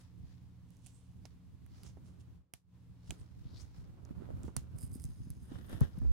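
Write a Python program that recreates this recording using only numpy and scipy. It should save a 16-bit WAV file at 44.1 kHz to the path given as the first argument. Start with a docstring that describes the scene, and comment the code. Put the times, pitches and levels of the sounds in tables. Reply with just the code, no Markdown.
"""Small scissors cut the stitching of a leather tab, close to a two-port microphone: each snap is a
sharp release that rings damped steel and leather, between rasps of grainy filtered slips.
Gloved hands brush, rub and tap in shaped noise and short knocks; as the tab opens it pops, then its
fibres snap, crackle and strain. Bumps ring the microphone's holder in decaying sines; a hand jolts it late on.
Rumble, hiss and a faint hum lie behind; cuts and friction leave a short diffuse room tail."""
import sys
import numpy as np
from scipy import signal
from scipy.fft import rfft, irfft
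from scipy.io import wavfile

SR = 44100
rng = np.random.default_rng(int(sys.argv[2]) if len(sys.argv) > 2 else 0)


def materialize(psi):
    """Save the field psi as 16-bit PCM at rate SR to the path in sys.argv[1].

    A 1-D psi becomes a single channel; in a 2-D psi each row is a channel.
    """
    bounded = np.clip(np.atleast_2d(psi).T, -1, 1)
    quanta = np.round(bounded * 32767).astype(np.int16)
    wavfile.write(sys.argv[1], SR, quanta)


N = 269871

# All levels in dB are relative: most layers add a trim of their own.
# Difference between the ports; the right one faces the blades.
# Each row: frequency in Hz, left over right in dB.
PORT_BALANCE = [(300, -8.5), (2800, -7.5), (5000, -5), (6500, -3), (8300, -17.5), (10000, -19.5),
                (12500, -3.5), (14500, -1)]

# Spectrum of the air noise. Each row: frequency in Hz, density in dB per Hz.
AIR_SPECTRUM = [(15, -73), (25, -24), (64, -11), (123, -9.5), (149, -12.5), (185, -11.5), (212, -27),
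                (255, -13.5), (390, -35.5), (460, -28), (560, -35), (1040, -34.5), (1400, -40.5),
                (3620, -43), (16000, -55.5)]
# Likeness of the air noise in the two ports. Each row: frequency in Hz, likeness from -1 to 1.
AIR_LIKENESS = [(50, 1), (130, 1), (400, 0.65), (1500, 0.424), (5000, 0.034)]
# Steady hum tones. Each row: frequency in Hz, level in dB.
HUM_TONES = [(80.7, -59.5), (118.4, -57.5), (177.6, -60)]
# The background dips briefly. Each row: time in seconds, level in dB.
BACKGROUND_DIP = [(2.36, -10.5), (2.45, -26.5), (2.52, -33.5), (2.66, -25), (2.75, -11)]

# Soft brushing of gloves, leather and cloth, and one light blade scrape at 1.26 seconds.
# Each row: peak in seconds, level in dB, rise in seconds, fade in seconds, left over right in dB.
BRUSH_STROKES = [(0.008, -73, 0.078, 0.108, 1.5), (0.3, -82.5, 0.142, 0.283, 2),
                 (1.264, -77.5, 0.035, 0.091, -2.5), (1.78, -78, 0.144, 0.15, -3.5),
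                 (1.868, -78, 0.058, 0.093, -5.5), (3.118, -77, 0.149, 0.31, 0),
                 (3.49, -84, 0.42, 0.22, 2.5), (3.607, -72, 0.069, 0.101, 1.5), (3.8, -78, 0.19, 0.138, -2),
                 (5.2, -84.5, 1, 0.93, 2), (6.081, -80, 0.5, 0.215, 4)]
# Soft and hard-pressed brushing spectra. Each row: frequency in Hz, density in dB per Hz.
SOFT_BRUSH_SPECTRUM = [(900, 3.5), (2000, 1), (2700, -3), (4000, 0), (5200, 1), (7000, -6), (10000, -39),
                       (15000, -12.5)]
HARD_BRUSH_SPECTRUM = [(2000, -40.5), (4500, -24), (6300, -1), (8500, 0.5), (11000, -2.5), (15000, -41.5)]

# Firmness of the grip, light while cutting and firm while pulling the tab open.
# Each row: time in seconds, level in dB.
GRIP_FIRMNESS = [(0, -58), (0.8, -59), (1.9, -55.5), (2.9, -61.5), (3.5, -53.5), (4.2, -56), (5.0, -48.5),
                 (6.12, -58)]
# Rubber fingertips dragging on the leather.
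# Each row: peak in seconds, level in dB, rise in seconds, fade in seconds.
RUB_STROKES = [(1.85, -65.5, 0.081, 0.076), (2.1, -72.5, 0.25, 0.5), (3.15, -69.5, 0.195, 0.293),
               (3.54, -64.5, 0.134, 0.157), (3.88, -70.5, 0.35, 0.77), (4.1, -64, 0.151, 0.06),
               (4.24, -62, 0.234, 1), (4.46, -62, 0.108, 0.05), (4.76, -70, 0.118, 0.38),
               (5.965, -64, 0.068, 0.067), (6.035, -62.5, 0.039, 0.26)]
# A glove sliding over the opened tab, close to the microphone.
# Each row: peak in seconds, level in dB, rise in seconds, fade in seconds.
SLIDE_STROKES = [(5.56, -62, 0.135, 0.192), (5.73, -57.5, 0.093, 0.146), (5.816, -54.5, 0.0125, 0.0797),
                 (5.848, -58, 0.061, 0.0434)]
# Spectra of the grip, the rub, and the slide at each port.
# Each row: frequency in Hz, density in dB per Hz.
GRIP_SPECTRUM = [(20, -16.5), (45, -6), (70, 5), (120, -2), (200, -9.5), (350, -22), (700, -53.5),
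                 (3000, -54.5)]
RUB_SPECTRUM = [(120, 0), (310, 8), (490, 2.5), (800, -5), (1000, -5), (1170, -7.5), (1400, -6.5),
                (1800, -15), (3600, -22), (4400, -25), (14000, -45)]
LEFT_SLIDE_SPECTRUM = [(200, 11.5), (1000, -3), (1800, -1), (2150, -12.5), (2550, -13), (3600, -7.5),
                       (4300, -20), (5200, -14.5), (8000, -28), (11000, -29), (16000, -27.5)]
RIGHT_SLIDE_SPECTRUM = [(250, 14), (1000, -6), (1170, -8), (1400, -5), (2550, -19), (3000, -7.5),
                        (4400, -18), (11000, -22.5), (16000, -31.5)]

# Hand knocks that reach the microphone. Each row: start in seconds, level in dB.
HAND_BUMPS = [(0.234, -48.5), (2.536, -59), (3.094, -41.5), (3.212, -48), (3.373, -50.5), (3.454, -44),
              (3.783, -47), (4.334, -41.5), (4.573, -39), (4.746, -43), (4.834, -40.5), (4.922, -44.5),
              (5.047, -39.5), (5.087, -43.5), (5.203, -43), (5.301, -42.5), (5.815, -25), (6.024, -38.5)]
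# Modes of the microphone's holder.
# Each row: frequency in Hz, level in dB, swelling time in seconds, right port as a factor on the left.
HOLDER_MODES = [(62.96, -6.5, 0.00856, -1.95), (127.36, 0, 0.00515, -0.028), (180.9, -7.5, 0.00516, -0.5),
                (236.3, -15.5, 0.00567, 0.5), (476.3, -33.5, 0.0062, -0.38)]

# Strokes of the blade along the seam.
# Each row: peak in seconds, level in dB, rise in seconds, fade in seconds.
SCRAPE_STROKES = [(0.73, -77.5, 0.073, 0.35), (0.875, -66.5, 0.0636, 0.087), (0.97, -78.5, 0.057, 0.45),
                  (1.862, -64, 0.05, 0.067), (2.062, -72, 0.029, 0.118), (2.207, -69.5, 0.011, 0.031),
                  (3.1, -70, 0.069, 0.031), (3.147, -72.5, 0.018, .015), (3.212, -75.5, 0.025, 0.051),
                  (3.622, -68.5, 0.029, 0.044), (4.47, -68.5, 0.05, 0.0615)]
# Scrape spectrum. Each row: frequency in Hz, density in dB per Hz.
SCRAPE_SPECTRUM = [(1500, -25.5), (2800, 1.5), (4500, -2), (6000, 1.5), (7200, 0.5), (9000, -7),
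                   (11000, -4.5), (12200, -25.5), (16000, -11.5)]

# One row a snap: cut threads at first, sharp fibre crackles once the tab tears.
# Each row: start in seconds, sharp snap in dB, bright ring in dB, bright ring in Hz,
# dull crunch in dB, lowest leather ring in Hz.
SNAP_EVENTS = [(0.7044, -55, -71, 9000, -88.5, 2520), (0.7674, -60, -59.5, 6930, -89, 2500),
               (0.8617, -53, -41, 9200, -64, 2900), (0.867, -64, -41, 9100, -61.5, 2940),
               (1.2535, -54, -41.5, 5290, -57.5, 2340), (1.257, -57.5, -53.5, 6800, -63, 1780),
               (1.6624, -56, -67.5, 10100, -67, 1460), (1.8327, -49, -46, 5070, -63, 2500),
               (2.5364, -33.5, -37.5, 10220, -50.5, 2370), (3.1062, -36.5, -30, 8570, -39.5, 2570),
               (4.0503, -61, -50, 6220, -91.5, 2500), (4.432, -52, -45, 8210, -67.5, 2500),
               (4.565, -24, -21, 9785, -55.5, 2440), (4.7846, -45.5, -49.5, 9700, -67, 2080),
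               (4.829, -46, -44.5, 11100, -72, 2000), (4.916, -49, -52, 9400, -82, 2005),
               (4.9477, -52.5, -46, 9500, -81, 2000), (4.998, -47.5, -47, 9200, -80.5, 2000),
               (5.039, -38.5, -37.5, 9970, -81.5, 2000), (5.0517, -48.5, -44.5, 7600, -83.5, 2000),
               (5.3027, -41, -43, 11200, -81, 2000), (5.622, -65.5, -66.5, 12800, -86, 2000),
               (5.6946, -48, -59.5, 12300, -80.5, 2000), (5.8061, -39, -52, 13000, -71.5, 2000),
               (5.985, -53, -61.5, 11600, -79, 2000)]
# The stiff leather's rings. Each row: multiple of its lowest, width in Hz, level in dB.
LEATHER_RINGS = [(1, 640, -2), (1.18, 800, 0), (1.35, 647, -6)]
# Spectra of the sharp snap and dull crunch. Each row: frequency in Hz, density in dB per Hz.
SNAP_SPECTRUM = [(300, 4.5), (1300, -5.5), (3000, -16), (5200, -0.5), (6300, 2.5), (7400, -6), (9800, 1.5),
                 (11000, 8), (12500, 3), (15500, -1)]
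CRUNCH_SPECTRUM = [(150, 0.5), (480, -9.5), (740, 14.5), (1200, -23.5), (1700, 4.5), (2050, -32),
                   (2450, 9.5), (3350, 4.5), (3900, -16), (5300, -11.5), (8000, -23), (15000, -60.5)]

# The pressed blade, and later the stretched glove, sing in a narrow, sliding band.
# Each row: peak in seconds, level in dB, rise in seconds, fade in seconds, frequency at the peak in Hz,
# glide in octaves per second, left over right in dB.
RASP_STROKES = [(0.955, -76, 0.117, 0.117, 8070, 1.5, -15), (1.78, -75.5, 0.096, .18, 5170, 3.5, 1.5),
                (1.872, -69, 0.056, 0.071, 6230, -2, 5), (3.085, -76.5, 0.067, 0.058, 5650, 6.5, -3.5),
                (3.208, -75.5, 0.039, 0.035, 8700, 0, -11.5), (3.48, -77.5, 0.085, 0.31, 3750, 7.5, 8),
                (3.577, -65, 0.081, 0.049, 4320, 0, 4.5), (3.612, -65, 0.053, 0.04, 5560, 8, 13),
                (5.655, -76, 0.063, .1, 13860, 0.94, 2), (5.72, -72.5, 0.048, 0.3, 11150, 0.13, -0.5)]

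# Soft taps of glove and scissors on the leather. Each row: start in seconds, pat in dB,
# hollow knock in dB, knock in Hz, port angle in degrees (0 left, 90 right, 135 opposed).
LEATHER_TAPS = [(1.253, -54, -50, 612, 56.5), (1.971, -48.5, -57, 600, 67), (3.104, -49.5, -51, 830, 84),
                (3.122, -56, -42.5, 271, 62), (4.108, -59, -31.5, 209.3, 107.5),
                (4.176, -61.5, -33.5, 158.6, 107.3), (4.203, -49, -40, 235, 48),
                (4.221, -49.5, -35.5, 376, 117), (4.289, -59.5, -39, 499, 98),
                (4.304, -46, -32.5, 510, 139.5), (4.442, -52, -38, 283, 92.5),
                (4.481, -39.5, -38, 372, 104), (4.566, -52, -26, 148, 121.3),
                (4.956, -52.5, -36, 237.4, 24.4), (5.27, -53.5, -39.5, 197, 42),
                (5.517, -43, -41.5, 291, 86), (5.812, -31.5, -17.5, 141, 156.4),
                (5.978, -47, -29, 164.6, 5.1), (6.017, -44, -31.5, 219, 104.8),
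                (6.049, -43, -41, 293, 14.8)]
# Pat spectrum. Each row: frequency in Hz, density in dB per Hz.
PAT_SPECTRUM = [(100, 6), (300, 13), (450, 1.5), (680, -2), (950, -6), (1400, -12.5), (2200, -22),
                (3300, -38.5), (6000, -29.5), (12000, -39)]

# Spectrum of the tab's pop. Each row: frequency in Hz, density in dB per Hz.
POP_SPECTRUM = [(300, -31), (800, -6), (1250, 2.5), (1650, -6), (2300, -41.5), (8000, -17.5)]

# Pulls that tear fibres as the tab opens.
# Each row: peak in seconds, level in dB, rise in seconds, fade in seconds.
TEAR_STROKES = [(4.786, -51.5, 0.0063, 0.016), (4.806, -60, 0.046, 0.0574), (4.832, -51, 0.026, 0.0452),
                (4.948, -56.5, 0.048, .045), (5.033, -62.5, 0.074, 0.089), (5.17, -78.5, 0.23, 0.52),
                (5.425, -76, 0.066, 0.45), (5.712, -67, 0.096, 0.126), (5.817, -74.5, 0.022, 0.045)]
# Tearing spectrum. Each row: frequency in Hz, density in dB per Hz.
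TEAR_SPECTRUM = [(2000, -32), (4200, -29.5), (5000, -2.5), (5700, -25), (6400, -15), (7200, -12),
                 (8300, -4.5), (9500, -1.5), (10400, -5), (12700, -6), (13800, -11), (15500, -18)]

# Fibres creep with each small tug while the tab is held taut.
# Each row: peak in seconds, level in dB, rise in seconds, fade in seconds.
STRAIN_STROKES = [(5.07, -75.5, 0.155, 0.145), (5.205, -77, 0.1, 0.176), (5.5, -80.5, 0.335, 0.32)]
# Bands that the creeping fibres ring. Each row: frequency in Hz, width in Hz, level in dB.
STRAIN_RINGS = [(5106, 550, 0), (6380, 940, 1), (9500, 600, -3.5)]

# A hand jolts the microphone. The one row: start in seconds, length in seconds, level in dB,
# frequency in Hz, right port as a factor on the left.
HAND_JOLT = (6, 0.47, -22.5, 63, -1.54)

# Spectrum of the room tail. Each row: frequency in Hz, density in dB per Hz.
ROOM_SPECTRUM = [(200, -10), (700, 6), (1500, 0), (3000, 0), (6000, 1.5), (10000, -1), (13000, -7),
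                 (16000, -20)]


def gain_of(db):
    """Decibels to amplitude."""
    return 10 ** (np.asarray(db) / 20)


def port_gains(left_over_right_db):
    """Left and right gains that share a level difference equally."""
    return gain_of(np.array([[.5], [-.5]]) * left_over_right_db)


def evened(x):
    """Scales to rms 1."""
    return x / np.sqrt(np.mean(x ** 2) + 1e-20)


def read(points, hz):
    """Reads a spectrum on a log-frequency axis."""
    f, value = np.transpose(points)
    return np.interp(np.log(hz + 1), np.log(f + 1), value)


def level(points):
    """Amplitude over time from a curve of (seconds, dB)."""
    return gain_of(np.interp(np.arange(N) / SR, *np.transpose(points)))


def add(mix, s, sound):
    """Mixes a sound in at time s."""
    part = mix[..., max(round(s * SR), 0):][..., :sound.shape[-1]]
    part += sound[..., :part.shape[-1]]


def colour(x, spectrum, facing=0, size=4096):
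    """Minimum-phase filter to both ports, mean energy 1; facing scales the port balance."""
    hz = np.fft.rfftfreq(size, 1 / SR)
    log_gain = np.log(gain_of(read(spectrum, hz)) * port_gains(facing * read(PORT_BALANCE, hz)))
    circle = np.concatenate([log_gain, log_gain[:, -2:0:-1]], axis=1)
    # the Hilbert transform of the log gain gives the phase that makes the filter causal
    impulse = np.fft.ifft(np.exp(np.conj(signal.hilbert(circle)))).real
    return signal.oaconvolve(x * np.ones((2, 1)), evened(impulse) / np.sqrt(size), axes=1)[:, :N]


def pair(x, same):
    """Blends two unrelated signals to a given likeness; negative = the ports move against each other."""
    same = np.clip(same, -1, 1)
    return np.array([x[0], same * x[0] + np.sqrt(1 - same ** 2) * x[1]])


def flutter(per_s, depth_db):
    """Random unsteadiness: a gain that wanders between random knots, per_s of them a second."""
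    knots = rng.standard_normal(N)
    return gain_of(depth_db * np.interp(np.arange(N) / SR * per_s, np.arange(N), knots))


def slips(per_s, spread_db, smooth):
    """Tiny stick-slip releases of uneven size, shared by both ports, over a fine hiss."""
    sizes = gain_of(spread_db * np.minimum(rng.exponential(1, N), 4))
    signed = sizes * rng.choice([-1, 1], N)
    releases = evened(signed * (rng.random(N) < per_s / SR))
    return evened(releases + smooth * rng.standard_normal((2, N)))


def stroke(peak_s, db, rise_s, fade_s):
    """Amplitude of one stroke: the pressure builds to its peak and is let go evenly in dB."""
    drop_db, rise_curve = 19, 1.319  # the drop is reached one rise before or one fade after the peak
    t = np.arange(N) / SR - peak_s
    away = np.maximum(-t / rise_s, 0) ** rise_curve + np.maximum(t / fade_s, 0)
    return gain_of(db - drop_db * np.minimum(away, 10))


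def strokes(rows):
    """Amplitude of a run of strokes; where they overlap their powers add."""
    return np.sqrt(sum(stroke(*row) ** 2 for row in rows))


def ringing(hz, width_hz, size=700):
    """A heavily damped ring of energy 1: the fingers stop it within a few cycles."""
    t = np.arange(size) / SR
    return evened(t * np.sin(2 * np.pi * hz * t) * np.exp(-np.pi * width_hz * t)) / np.sqrt(size)


def resonate(x, hz, width_hz):
    """A resonance of gain 1 that follows a moving frequency."""
    turn = np.exp(2j * np.pi * np.cumsum(hz) / SR)
    r = np.exp(-np.pi * width_hz / SR)
    # shift the band down to 0 Hz, smooth it there, and shift it back
    return 2 * (turn * signal.lfilter([1 - r], [1, -r], x / turn)).real


def background():
    """Ventilation rumble and faint hiss from filtered noise, with a wavering hum of sines."""
    t = np.arange(N) / SR
    spectra = rfft(rng.standard_normal((2, N)))
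    noise = irfft(pair(spectra, read(AIR_LIKENESS, np.fft.rfftfreq(N, 1 / SR))), N)
    air = gain_of(-53.5) * colour(noise, AIR_SPECTRUM, facing=0.064)
    hum = 0
    for hz, db in HUM_TONES:
        tone = np.sin(2 * np.pi * (hz * t + rng.random()))
        hum = hum + gain_of(db) * tone * flutter(per_s=6, depth_db=1.5)
    return (air + gain_of(7.5) * hum) * level(BACKGROUND_DIP)


def brushing(hard_db=-68):
    """Soft swishes and one light blade scrape, wandering between the ports and brighter when pressed."""
    powers = np.array([stroke(*row[:-1]) ** 2 for row in BRUSH_STROKES])
    pan_db = np.transpose(BRUSH_STROKES)[-1] @ powers / powers.sum(0)
    press = np.sqrt(powers.sum(0))
    swish = rng.standard_normal((2, N)) * flutter(per_s=280, depth_db=4.0)
    soft = colour(swish * press, SOFT_BRUSH_SPECTRUM)
    grit = slips(per_s=1000, spread_db=3, smooth=1.1)
    hard = colour(grit * press ** 2 / gain_of(hard_db), HARD_BRUSH_SPECTRUM)
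    return gain_of(6.5) * port_gains(pan_db) * (soft + hard)


def judder(same):
    """Rubber sticks and slips in uneven runs, shaking each port in its own way."""
    ports = np.array([slips(per_s=600, spread_db=3.2, smooth=.65)[0] for port in range(2)])
    return pair(ports, same) * flutter(per_s=70, depth_db=1.2)


def gloves():
    """Fingertips rub and slide on the leather, and the grip shakes the two ports somewhat in opposition."""
    rubbing, sliding = strokes(RUB_STROKES), strokes(SLIDE_STROKES)
    rub = gain_of(2.5) * colour(judder(same=0.00081) * rubbing, RUB_SPECTRUM, facing=0.21)
    drag = judder(same=-0.157) * sliding
    slide_left = gain_of(9.5) * colour(drag, LEFT_SLIDE_SPECTRUM)[0]
    slide_right = gain_of(12.0) * colour(drag, RIGHT_SLIDE_SPECTRUM)[1]
    slide = np.array([slide_left, slide_right])
    # a moving finger shakes the grip too
    finger_shake = gain_of(16) * rubbing + gain_of(14.5) * sliding
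    shake = np.hypot(level(GRIP_FIRMNESS), finger_shake)
    dip = level(BACKGROUND_DIP) / level(BACKGROUND_DIP).max()
    tremor = pair(rng.standard_normal((2, N)), same=-0.15) * flutter(per_s=35, depth_db=4.0)
    grip = colour(tremor * shake * dip, GRIP_SPECTRUM, facing=0.466)
    return rub + slide + grip


def bumps(size=6000):
    """Each knock rocks the microphone's holder for a few cycles."""
    t, out, ring = np.arange(size) / SR, np.zeros((2, N)), np.zeros((2, size))
    for hz, db, swell_s, right in HOLDER_MODES:
        envelope = t / swell_s * np.exp(1 - t / swell_s)
        ring += gain_of(db) * envelope * np.sin(2 * np.pi * hz * t) * np.array([[1], [right]])
    for s, db in HAND_BUMPS:
        add(out, s, gain_of(db) * ring)
    return gain_of(7.5) * out


def blade():
    """The steel edge rasps over thread and leather, catching on single fibres."""
    rasp = slips(per_s=350, spread_db=3.6, smooth=1.3)
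    return colour(rasp * strokes(SCRAPE_STROKES), SCRAPE_SPECTRUM, facing=0.89)


def snaps(size=700):
    """Cut threads, later torn fibres, let go in a sharp release that rings and crumbles away."""
    snap_db, ring_db, crunch_db, leather_db = -18, -19, -13, -14  # layer trims
    bright_damping = 0.347  # ring width as a share of its frequency
    crumbling, crumble_s = 0.0855, 0.00206  # amount, decay
    snap, ring, crunch = np.zeros((3, 2, N))
    t = np.arange(size) / SR
    release_s = t[55]  # a short faint crumbling comes before the release
    crumble = np.where(t < release_s, .2, np.exp(-abs(t - release_s) / crumble_s))
    for s, sharp_db, bright_db, bright_hz, dull_db, leather_hz in SNAP_EVENTS:
        fibres = crumble * pair(rng.standard_normal((2, size)), same=0.66)
        release = evened((t == release_s) + crumbling * fibres)
        add(snap, s, gain_of(sharp_db + snap_db) * release)
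        add(crunch, s, gain_of(dull_db + crunch_db) * release)
        rings = [(bright_db + ring_db, bright_hz, bright_damping * bright_hz)]
        for multiple, width_hz, db in LEATHER_RINGS:
            rings.append((dull_db + leather_db + db, leather_hz * multiple, width_hz))
        for db, hz, width_hz in rings:
            sides = evened(port_gains(read(PORT_BALANCE, hz)))
            rung = signal.fftconvolve(release, ringing(hz, width_hz)[None])
            add(ring, s, gain_of(db) * sides * rung)
    return colour(snap, SNAP_SPECTRUM, facing=1.0) + ring + colour(crunch, CRUNCH_SPECTRUM, facing=1.0)


def rasping(width_hz=2000):
    """Gritty slips ring the contact; the pitch slides as the point of contact travels."""
    t = np.arange(N) / SR
    powers = np.array([stroke(*row[:4]) ** 2 for row in RASP_STROKES])
    share = powers / powers.sum(0)  # the strongest stroke dominates pitch and place
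    hz = np.zeros(N)
    for part, (s, *_, peak_hz, glide, pan_db) in zip(share, RASP_STROKES):
        hz += part * peak_hz * 2 ** np.clip(glide * (t - s), -.5, .5)
    sides = port_gains(np.transpose(RASP_STROKES)[-1] @ share)
    grit = slips(per_s=700, spread_db=3, smooth=.8)
    song = evened(resonate(resonate(grit, hz, width_hz), hz, width_hz))
    return sides * np.sqrt(powers.sum(0)) * song


def taps(decay_s=0.0118, swell_cycles=0.534, size=1500):
    """Short dull pats; the hollow between the fingers knocks for a few cycles."""
    t, pats, knocks = np.arange(size) / SR, np.zeros((2, N)), np.zeros((2, N))
    for s, pat_db, knock_db, hz, angle in LEATHER_TAPS:
        burst = rng.standard_normal((2, size)) * np.exp(-t / decay_s)
        add(pats, s, gain_of(pat_db) * evened(burst + 9 * (t == 0)))  # a click leads the burst
        age, turn = t * hz / swell_cycles, np.radians(angle)
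        knock = age * np.exp(1 - age) * np.sin(2 * np.pi * hz * t)
        add(knocks, s, gain_of(knock_db) * knock * np.array([[np.cos(turn)], [np.sin(turn)]]))
    return gain_of(-11.0) * colour(pats, PAT_SPECTRUM, facing=0.7) + knocks


def pop(at_s=4.565, decay_s=0.0019, size=1200):
    """The stiff tab flexes with one short hollow knock as its last stitch gives."""
    t, out = np.arange(size) / SR, np.zeros((2, N))
    burst = rng.standard_normal((2, size)) * np.exp(-t / decay_s)
    add(out, at_s, evened(burst + 14 * (t == 0)))  # a click leads the burst
    return gain_of(-52) * colour(out, POP_SPECTRUM, facing=1.0)


def tearing():
    """Glued fibres let go in clumps of crackles."""
    crackle = slips(per_s=1300, spread_db=4.5, smooth=.3) * flutter(per_s=300, depth_db=2)
    return gain_of(-0.5) * colour(crackle * strokes(TEAR_STROKES), TEAR_SPECTRUM, facing=1.0)


def straining(wander_db=1.5):
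    """Taut fibres creep in faint ticks that ring three narrow bands, stronger at the right port."""
    creep = slips(per_s=260, spread_db=4, smooth=.6)
    ticks = np.zeros((2, N))
    for hz, width_hz, db in STRAIN_RINGS:
        steady_hz = np.full(N, hz)
        band = evened(resonate(resonate(creep, steady_hz, width_hz), steady_hz, width_hz))
        sides = gain_of(db) * port_gains(read(PORT_BALANCE, hz))
        ticks += sides * flutter(per_s=25, depth_db=wander_db) * band
    return gain_of(-3.5) * ticks * strokes(STRAIN_STROKES)


def jolt():
    """A deep shudder that lasts only while the hand touches the microphone."""
    s, length_s, db, hz, right = HAND_JOLT
    t, out = np.arange(0, length_s, 1 / SR), np.zeros((2, N))
    shudder = np.sin(np.pi * t / length_s) ** .5 * np.sin(2 * np.pi * hz * t)
    add(out, s, gain_of(db) * shudder * np.array([[1], [right]]))
    return out


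def room(x, t60_s=0.179, size=16384):
    """A diffuse tail: each sound's energy lingers briefly as dense, unrelated reflections."""
    lingering = gain_of(-120 * np.arange(size) / SR / t60_s)  # a power, so 60 dB down at t60_s
    power = signal.oaconvolve((x ** 2).mean(0), lingering / lingering.sum())[:N]
    return colour(rng.standard_normal((2, N)) * np.sqrt(abs(power)), ROOM_SPECTRUM)


def scene():
    """Close work sounds with a little room, over the background."""
    releases = snaps() + pop()
    friction = blade() + rasping() + tearing() + straining() + brushing()
    tails = gain_of(-14.5) * room(releases) + gain_of(-15.5) * room(friction)
    handling = taps() + gloves() + bumps() + jolt()
    return releases + friction + tails + handling + background()


def record(dry, edge_hz=16100):
    """Band limit: a steep low-pass removes the top of the treble."""
    low_pass = signal.firwin(511, edge_hz, window=("kaiser", 9), fs=SR)
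    return signal.oaconvolve(dry, low_pass[None], "same")


dry = scene()
out = record(dry)
materialize(out)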